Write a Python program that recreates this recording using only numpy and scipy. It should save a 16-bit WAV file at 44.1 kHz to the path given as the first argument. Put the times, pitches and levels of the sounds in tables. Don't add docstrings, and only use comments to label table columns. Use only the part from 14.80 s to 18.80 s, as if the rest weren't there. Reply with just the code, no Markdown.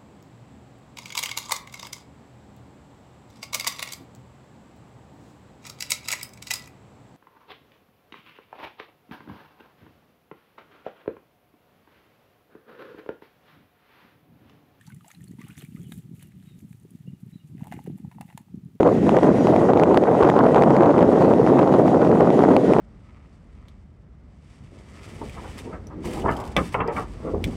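import sys
import numpy as np
from scipy import signal
from scipy.fft import rfft, irfft, next_fast_len
from scipy.io import wavfile
from scipy.ndimage import uniform_filter1d

SR = 44100
rng = np.random.default_rng(int(sys.argv[2]) if len(sys.argv) > 2 else 0)


def materialize(psi):
    bounded = np.clip(np.atleast_2d(psi).T, -1, 1)
    quanta = np.round(bounded * 32767).astype(np.int16)
    wavfile.write(sys.argv[1], SR, quanta)


N = 176400


def gain(db):
    return 10 ** (np.asarray(db) / 20)


def unit_rms(x):
    return x / np.sqrt(np.mean(x ** 2))


def with_peak(x, db):
    return x * gain(db) / np.abs(x).max()


def add(out, start_s, x):
    i = max(int(start_s * SR), 0)
    out[i:i + len(x)] += x[:max(N - i, 0)]


def shape_tone(x, tone):
    hz, db = np.array(tone).T
    size = 2 * next_fast_len(len(x))
    freqs = np.maximum(np.fft.rfftfreq(size, 1 / SR), 1)
    curve_db = np.interp(np.log(freqs), np.log(hz), db)
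    cepstrum = irfft(np.log(gain(curve_db)))
    cepstrum[1:size // 2] *= 2
    cepstrum[size // 2 + 1:] = 0
    return irfft(rfft(x, size) * np.exp(rfft(cepstrum)))[:len(x)]


def wander(rate_hz):
    hold = max(int(SR / rate_hz), 2)
    stairs = np.repeat(rng.standard_normal(N // hold + 1), hold)
    return unit_rms(uniform_filter1d(stairs, hold)[:N])


def echo(x, decay_s, level_db):
    t = np.arange(SR // 2) / SR
    tail = rng.standard_normal(len(t)) * np.exp(-t / decay_s) * (1 - np.exp(-2 * t / decay_s))
    return x + gain(level_db) * signal.fftconvolve(x, tail / np.linalg.norm(tail))[:N]


def burst(decay_s, tone):
    t = np.arange(SR // 20) / SR
    return shape_tone(rng.standard_normal(len(t)) * np.exp(-t / decay_s), tone)


# frequency_hz, level_db
AIR_TONE = [(290, -20), (500, -4.5), (780, -2.5), (875, -1.5), (1070, -7), (1250, -2.5), (1510, -9),
            (1820, -6), (2290, -8), (2840, -8), (5030, -13.5), (14500, -16.5), (15400, -12.5)]


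def air(level_db=-71.5):
    return gain(level_db) * unit_rms(shape_tone(rng.standard_normal(N), AIR_TONE))


# start_s, length_s, start_hz, end_hz, level_db
BIRD_NOTES = [(1.005, 0.06, 3340, 3200, -68), (1.039, 0.054, 3080, 2890, -63),
              (1.426, 0.059, 2870, 2750, -67), (1.65, 0.092, 3910, 3600, -67),
              (2.262, 0.037, 2807, 2884, -61.5), (2.522, 0.041, 4000, 3900, -63),
              (2.558, 0.05, 3940, 3620, -73), (2.591, 0.032, 2930, 2800, -67)]


def bird():
    out = np.zeros(N)
    warble = 1 + 0.013 * wander(rate_hz=300.6)
    for at, length, start_hz, end_hz, db in BIRD_NOTES:
        progress = np.linspace(0, 1, int(length * SR))
        glide_hz = start_hz + (end_hz - start_hz) * progress
        cycles = np.cumsum(glide_hz * warble[int(at * SR):][:len(progress)]) / SR
        add(out, at, gain(db) * np.sin(np.pi * progress) * np.sin(2 * np.pi * cycles))
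    return echo(out, decay_s=0.039, level_db=-5)


# time_s, level_db
RUMBLE_LEVELS = [(0, -51.5), (.09, -55), (.19, -48.5), (.25, -61), (0.338, -63.5), (.41, -52.5),
                 (.5, -48.5), (.61, -47.5), (.73, -51), (.92, -44.5), (1.3, -48.5), (1.55, -51),
                 (1.76, -49), (1.83, -48), (1.98, -51.5), (2.15, -53), (2.3, -49.5), (2.68, -51),
                 (3.0, -44.5), (3.2, -48), (3.45, -51), (3.66, -54), (3.8, -48), (3.9, -45), (4.0, -77)]
# frequency_hz, level_db
RUMBLE_TONE = [(20, -55), (32, -31.5), (50, -23), (80, -8.5), (125, 0.5), (175, 1), (250, -9.5), (350, -17),
               (520, -34.5), (900, -50), (2000, -96)]


def wind_rumble(flutter_db=7):
    level_db = np.interp(np.arange(N) / SR, *np.array(RUMBLE_LEVELS).T)
    level_db += flutter_db * np.tanh(wander(rate_hz=47.96))
    return unit_rms(shape_tone(rng.standard_normal(N), RUMBLE_TONE)) * gain(level_db)


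# peak_time_s, level_db, pitch_hz
WIND_THUMPS = [(0.082, -30.5, 148), (0.168, -35, 160), (0.415, -32, 149), (0.652, -32, 200),
               (1.034, -36, 230), (1.61, -31, 176), (1.83, -27.5, 172), (2.488, -31.5, 160),
               (3.24, -29.5, 185), (3.37, -30, 160), (3.609, -31.5, 191), (3.951, -33, 175),
               (0.479, -30, 153), (0.511, -27, 215), (0.552, -32, 176), (0.592, -25.5, 190),
               (0.826, -44, 152), (0.841, -26, 162), (0.889, -29.5, 175), (0.923, -28, 191),
               (0.951, -22, 190), (0.992, -33, 168), (1.094, -27.5, 235), (1.121, -25.5, 198),
               (1.178, -25, 167), (1.293, -30.5, 191), (1.316, -26, 194), (1.676, -31.5, 163),
               (1.911, -26.5, 158), (2.153, -26, 193), (2.208, -29.5, 143), (2.283, -23.5, 152),
               (2.302, -29, 177), (2.335, -23.5, 180), (2.434, -24.5, 166), (2.534, -29, 164),
               (2.559, -25, 195), (2.752, -24.5, 202), (2.824, -18, 175.5), (2.915, -26.5, 184),
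               (2.943, -23, 220), (2.977, -27, 215), (3.003, -31.5, 172), (3.079, -32, 275),
               (3.098, -28.5, 191), (3.126, -29, 174), (3.157, -22, 179), (3.203, -26, 212),
               (3.249, -22, 173), (3.279, -32.5, 166), (3.407, -26.5, 203), (3.455, -30, 168),
               (3.551, -26.5, 164), (3.745, -20.5, 187), (3.776, -22, 180), (3.837, -27.5, 164),
               (3.86, -24.5, 151)]
# start_s, level_db
WIND_KNOCKS = [(.509, -43), (0.534, -39), (.605, -37.5), (0.827, -38), (1.035, -44), (1.309, -44.5),
               (1.824, -42.5), (2.05, -40.5), (2.113, -41), (2.275, -37.5), (2.973, -31), (3.074, -25.5),
               (3.098, -26), (3.11, -36.5), (3.742, -39), (3.779, -41), (3.823, -53), (3.953, -40.5)]
# frequency_hz, level_db
KNOCK_TONE = [(60, -30.5), (150, 11.5), (260, 7), (400, 0.5), (520, -14), (900, -39.5), (2000, -51)]


def wind_bumps(rise_cycles=0.4, thump_trim_db=-5, knock_s=0.0023, low_cut_hz=90.5):
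    out, t = np.zeros(N), np.arange(-SR // 20, SR // 20) / SR
    for at, db, hz in WIND_THUMPS:
        width_s = rise_cycles / hz * np.where(t > 0, 0.98, 1)
        swell = gain(db + thump_trim_db) / np.cosh(t / width_s)
        add(out, at + t[0], swell * np.cos(2 * np.pi * (hz * t + rng.random())))
    for at, db in WIND_KNOCKS:
        add(out, at, with_peak(burst(knock_s, KNOCK_TONE), db))
    return signal.sosfilt(signal.butter(3, low_cut_hz, "high", fs=SR, output="sos"), out)


def fizz(tone, hits_per_s, spread_db=3.5, ring_cycles=2):
    out, pitches = 0, np.geomspace(600, 15000, 24)
    for hz in pitches:
        size = gain(spread_db * np.minimum(rng.exponential(size=N), 5)) * rng.choice([-1, 1], N)
        hits = size * (rng.random(N) < hits_per_s * hz / pitches.sum() / SR)
        pole = np.exp((2j * np.pi - 1 / ring_cycles) * hz / SR)
        ringing = signal.lfilter([1], [1, -pole], hits).imag
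        out = out + np.sqrt(hz) * unit_rms(ringing)
    return unit_rms(shape_tone(out, tone))


# peak_time_s, rise_s, fall_s, slosh_db, spray_db
LEG_SWINGS = [(.09, 0.1, 0.086, -72, -71), (0.316, 0.077, 0.03, -66.5, -67.5), (.47, 0.095, 0.13, -73, -72),
              (0.616, 0.029, 0.12, -64.5, -71.5), (.705, 0.021, 0.06, -64.5, -71),
              (0.781, 0.012, 0.067, -64, -61), (0.816, 0.017, 0.017, -66, -83),
              (.98, 0.067, 0.3, -70.5, -70.5), (1.142, 0.04, 0.032, -80, -62),
              (1.186, 0.0086, 0.0087, -67, -66), (1.355, 0.0075, 0.029, -70, -67.5),
              (1.42, 0.023, 0.04, -63.5, -68.5), (1.69, 0.095, 0.059, -67.5, -74.5),
              (1.805, 0.035, 0.035, -78, -71.5), (1.92, 0.055, 0.13, -81, -74),
              (2.16, 0.074, 0.28, -77.5, -78), (2.41, 0.011, 0.0084, -87, -72.5),
              (2.51, 0.028, 0.11, -72.5, -78), (2.69, 0.032, 0.033, -85, -77),
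              (2.85, 0.079, 0.029, -72, -75.5), (2.933, 0.048, 0.15, -65, -68.5),
              (3.18, 0.017, 0.089, -79, -81.5), (3.335, 0.034, 0.076, -85, -79),
              (3.49, 0.054, 0.1, -71, -73)]
# frequency_hz, level_db
SLOSH_TONE = [(300, -30), (700, -12), (1200, -1.5), (2000, 6.5), (2900, 5), (4000, -4.5), (5200, -8.5),
              (8000, -15)]
# frequency_hz, level_db
SPRAY_TONE = [(1500, -49), (3600, -14), (5200, -20), (7000, -9.5), (10500, -8), (13000, -9.5),
              (16000, -14.5)]


def leg_swishes():
    t, slosh_level, spray_level = np.arange(N) / SR, 0, 0
    for at, rise, fall, slosh_db, spray_db in LEG_SWINGS:
        swell = np.exp(-np.where(t < at, ((t - at) / rise) ** 2, (t - at) / fall))
        slosh_level += swell * gain(slosh_db)
        spray_level += swell * gain(spray_db)
    mist = gain(1.5) * fizz(SPRAY_TONE, hits_per_s=7000)
    droplets = gain(-4.5) * fizz(SPRAY_TONE, hits_per_s=420)
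    slosh = fizz(SLOSH_TONE, hits_per_s=3600)
    return slosh_level * slosh + spray_level * (mist + droplets)


# time_s, level_db, pitch_hz
DROP_TICKS = [(0.0103, -44, 8350), (0.0642, -39.5, 6160), (0.0728, -42, 5760), (0.0383, -65, 9000),
              (0.096, -45, 9890), (0.119, -54, 8300), (0.1432, -40.5, 10050), (0.162, -45, 8590),
              (0.2543, -49, 9400), (0.2787, -37.5, 7800), (0.313, -37, 6570), (0.3463, -46, 9100),
              (0.406, -51, 11500), (0.4166, -47, 7200), (0.4393, -37, 8740), (0.48, -43, 10100),
              (0.5118, -45, 6760), (0.5901, -51, 8950), (0.6123, -40.5, 6030), (0.681, -37, 10460),
              (0.74, -51, 8400), (0.767, -42, 5900), (0.7772, -35, 6600), (0.793, -39, 6060),
              (0.82, -51, 8400), (0.8454, -39.5, 11000), (1.0146, -48, 6560), (1.03, -44, 9100),
              (1.0675, -48, 9500), (1.0864, -51, 10500), (1.1757, -45, 9340), (1.3918, -44, 11180),
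              (1.4249, -36, 10550), (1.47, -46.5, 13000), (1.7875, -49, 6800), (1.8076, -47, 11800),
              (1.8918, -52, 10000), (1.9967, -49, 9050), (2.03, -51, 9900), (2.1044, -41, 10600),
              (2.155, -52, 6400), (2.46, -52, 12400), (2.51, -50, 10400), (2.84, -43.5, 12600),
              (2.9366, -43, 8700), (3.0386, -43, 11200), (3.1757, -48, 11300), (3.6134, -52.5, 11300),
              (3.754, -56, 5900), (3.8467, -54, 9750)]
# frequency_hz, level_db
TICK_TONE = [(1000, -26), (3500, 1), (5200, -10), (7000, 1), (10500, 1), (13000, -4.5), (16000, -2)]


def drop_ticks(delay_s=0.0021, crack_s=0.0029, crack_db=-6.5, ring_s=0.0014, ring_db=-9):
    out, t = np.zeros(N), np.arange(SR // 50) / SR
    for at, db, hz in DROP_TICKS:
        around_pitch = [(hz / 2, -8), (hz, 0), (2 * hz, -8)]
        crack = shape_tone(burst(crack_s, TICK_TONE), around_pitch)
        ring = np.sin(2 * np.pi * hz * t) * np.exp(-t / ring_s)
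        add(out, at + delay_s, with_peak(crack, db + crack_db))
        add(out, at + delay_s, gain(db + ring_db) * ring)
    return out


# start_s, peak_db
HOOF_SPLATS = [(.304, -42), (.778, -37), (0.802, -45), (.811, -47), (0.823, -40.5), (1.121, -31),
               (1.425, -45), (1.433, -49), (1.52, -51), (1.626, -53), (1.929, -46)]
# frequency_hz, level_db
SPLAT_TONE = [(200, -8), (700, 0), (1100, -5.5), (1800, 4.5), (2800, -2), (3700, -1.5), (5200, -21),
              (8000, -6.5), (15000, -17)]


def hoof_splats(decay_s=0.0023):
    out = np.zeros(N)
    for at, db in HOOF_SPLATS:
        add(out, at, with_peak(burst(decay_s, SPLAT_TONE), db))
    return out


def bubble(hz, decay_s, rise_per_s, wobble_hz=70, attack_s=0.00042, life_s=0.035):
    t = np.arange(SR // 10) / SR
    wobble = 0.022 * np.sin(2 * np.pi * (wobble_hz * t + rng.random()))
    cycles = np.cumsum(hz * (1 + rise_per_s * t + wobble)) / SR
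    loudness = (1 - np.exp(-t / attack_s)) * np.exp(-t / decay_s)
    cutoff = np.exp(-(t / life_s) ** 4)
    return np.sin(2 * np.pi * cycles) * loudness * cutoff


# start_s, length_s, level_db
BUBBLE_SWARMS = [(0, 0.12, -62), (0.28, 0.13, -72), (0.585, 0.13, -61.5), (0.788, 0.071, -73)]


def gurgles(bubbles_per_s=520, middle_hz=1966, spread_octaves=1.08, spread_db=5, ring_cycles=2.3):
    out = np.zeros(N)
    for start, length, db in BUBBLE_SWARMS:
        for k, (jitter, pitch, strength, glide) in enumerate(rng.uniform(-0.91, 1, (120, 4))):
            delay = (k + (jitter + 1) / 2) / bubbles_per_s
            if delay < length:
                hz = middle_hz * 2 ** (spread_octaves * pitch)
                ring = bubble(hz, ring_cycles / hz, rise_per_s=5.4 * (1 + glide))
                add(out, start + delay, with_peak(ring, db + spread_db * (strength - 0.5)))
    return out


# start_s, pitch_hz, level_db, decay_s, rise_per_s (share of the pitch; minus falls)
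PUDDLE_BUBBLES = [(0.011, 1816, -43.5, 0.0039, -1), (0.068, 4600, -51, 0.0036, -4),
                  (.075, 818, -52, 0.02, 9), (0.102, 1540, -46.5, 0.0081, -3.5),
                  (0.121, 2050, -47.5, 0.0053, 9), (.162, 1860, -59.5, 0.0067, 9),
                  (.208, 1210, -48.5, 0.0041, 3), (.245, 847, -46.5, 0.0067, 16),
                  (.261, 638, -52, 0.034, 8), (.281, 740, -51, .016, 19), (.304, 1235, -46, 0.0032, 18),
                  (0.303, 2100, -43, 0.0013, 0), (.314, 2070, -40.5, 0.0011, 6),
                  (.337, 793, -55.5, 0.0091, -2), (.348, 4030, -45.5, 0.0018, 12),
                  (.407, 1890, -53, .007, -4), (0.477, 4400, -52.5, 0.0032, 1),
                  (0.517, 1900, -58, 0.0078, 3.5), (.585, 907, -53.5, 0.024, 3.5),
                  (.594, 2040, -50, 0.0049, 11), (0.612, 1155, -49, 0.015, 1),
                  (0.616, 1975, -40.5, 0.0036, -5), (.604, 2150, -49, 0.0035, 2),
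                  (.638, 2250, -50, 0.005, 16), (.647, 2780, -51, .004, 16), (.679, 3150, -57, .003, -2),
                  (.667, 782, -52.5, 0.0099, 5), (0.662, 1130, -57, .01, 0), (.686, 1260, -50.5, 0.006, 8),
                  (.701, 1480, -49, 0.006, 2), (0.706, 2390, -46.5, 0.0066, 21),
                  (0.721, 1470, -58, .005, 12), (.790, 3500, -46.5, 0.0026, 0), (.794, 1320, -62, .004, 11),
                  (.802, 4100, -47.5, 0.0023, 4), (.810, 3000, -43, .002, 2), (0.82, 2500, -43, 0.0017, 18),
                  (.849, 2130, -46.5, 0.0057, 21), (.962, 2180, -48, 0.0041, -15),
                  (.969, 1157, -52.5, .010, 14.5)]


def puddle_bubbles(ring_db=-3, plip_db=-5, plip_s=0.004):
    out = np.zeros(N)
    for at, hz, db, decay, rise in PUDDLE_BUBBLES:
        add(out, at, with_peak(bubble(hz, decay, rise), db + ring_db))
        add(out, at, with_peak(burst(plip_s, SLOSH_TONE), db + plip_db))
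    return out


# start_s, level_db, main_pitch_hz, upper_notes_offset_db, crack_offset_db
MUD_POPS = [(2.780, -50, 740, 12, -12), (2.795, -51, 760, 11, -10), (2.808, -44, 895, -4, -20),
            (2.814, -44, 850, 4.5, -13), (2.832, -41.5, 670, 6, -23), (2.841, -50, 805, 15, 0),
            (2.846, -44, 870, -15, -21), (2.854, -44, 870, -22, -25), (2.86, -44, 870, -22, -25),
            (2.87, -35.5, 840, -8.5, -7), (2.88, -43.5, 830, -21, -6), (2.915, -47, 830, 19, -17),
            (2.923, -24.5, 776, 2.5, -17.5), (2.929, -34, 890, 8, -22), (2.937, -44, 860, 14, -4),
            (2.942, -53, 850, 8, -12), (2.949, -54, 850, 6, -9), (2.955, -52, 800, 13, -16),
            (2.966, -48, 810, 13, -19), (2.980, -52, 820, 10, -14), (2.99, -33, 850, -3.5, -24),
            (3.062, -43, 815, 8, -7), (3.069, -43, 750, 6, -9), (3.099, -45, 730, -1, -22),
            (3.177, -55, 800, -3, -16), (3.184, -50.5, 850, 3, -2), (3.199, -59, 850, 10, 4),
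            (3.248, -43.5, 834, -15, -17), (3.314, -42, 970, 8, -14), (3.324, -46.5, 930, 4, -23),
            (3.347, -51, 860, 3, -15), (3.379, -57, 840, -10, -9), (3.384, -35.5, 870, -11, -28),
            (3.41, -27.5, 800, 3, -10), (3.428, -44, 870, -10, -15), (3.479, -54, 810, 7, -10),
            (3.488, -46, 790, 10, -25), (3.501, -43.5, 910, 9.5, -21), (3.509, -45.5, 865, 2, -16),
            (3.526, -45, 820, 3, -18), (3.5758, -29.5, 901, -1, -4), (3.602, -65, 815, 7, 0),
            (3.683, -53.5, 820, -14, -20)]
# pitch_hz, level_db, decay_s
POCKET_NOTES = [(834, 11.5, 0.0029), (1410, -6, 0.00072), (1827, -2.5, 0.002), (2120, -5.5, 0.0021),
                (2720, -7.5, 0.0035), (3630, -15, 0.0018)]
# frequency_hz, level_db
SNAP_TONE = [(300, -13), (550, -18), (740, 8), (1050, -9.5), (1350, -3.5), (2000, 1.5), (2900, -10.5),
             (4000, -21), (5200, -21), (9000, -25)]


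def mud_smacks(open_s=0.00072, ring_db=-3, snap_s=0.0053, snap_db=-15, crack_s=0.0028):
    out, t = np.zeros(N), np.arange(SR // 20) / SR
    opening = 1 - np.exp(-t / open_s)
    for at, db, main_hz, upper_db, crack_db in MUD_POPS:
        ring = 0
        for k, (hz, note_db, decay) in enumerate(POCKET_NOTES):
            if k == 0:
                hz = main_hz
            else:
                hz *= 1 + 0.084 * rng.uniform(-0.83, 1)
                note_db += upper_db
            note = np.sin(2 * np.pi * (hz * t + rng.random()))
            ring += gain(note_db) * note * np.exp(-t / decay)
        add(out, at, with_peak(ring * opening, db + ring_db))
        add(out, at, with_peak(burst(snap_s, SNAP_TONE), db + upper_db + snap_db))
        add(out, at, with_peak(burst(crack_s, TICK_TONE), db + crack_db))
    return out


def scene():
    steps = puddle_bubbles() + gurgles() + mud_smacks() + hoof_splats() + drop_ticks() + leg_swishes()
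    steps = echo(steps, decay_s=0.018, level_db=-15.5)
    return (steps + wind_rumble() + wind_bumps() + bird() + air())[None]


def record(dry, top_hz=15550):
    return signal.sosfilt(signal.ellip(10, 0.2, 70, top_hz, fs=SR, output="sos"), dry)


dry = scene()
out = record(dry)
materialize(out)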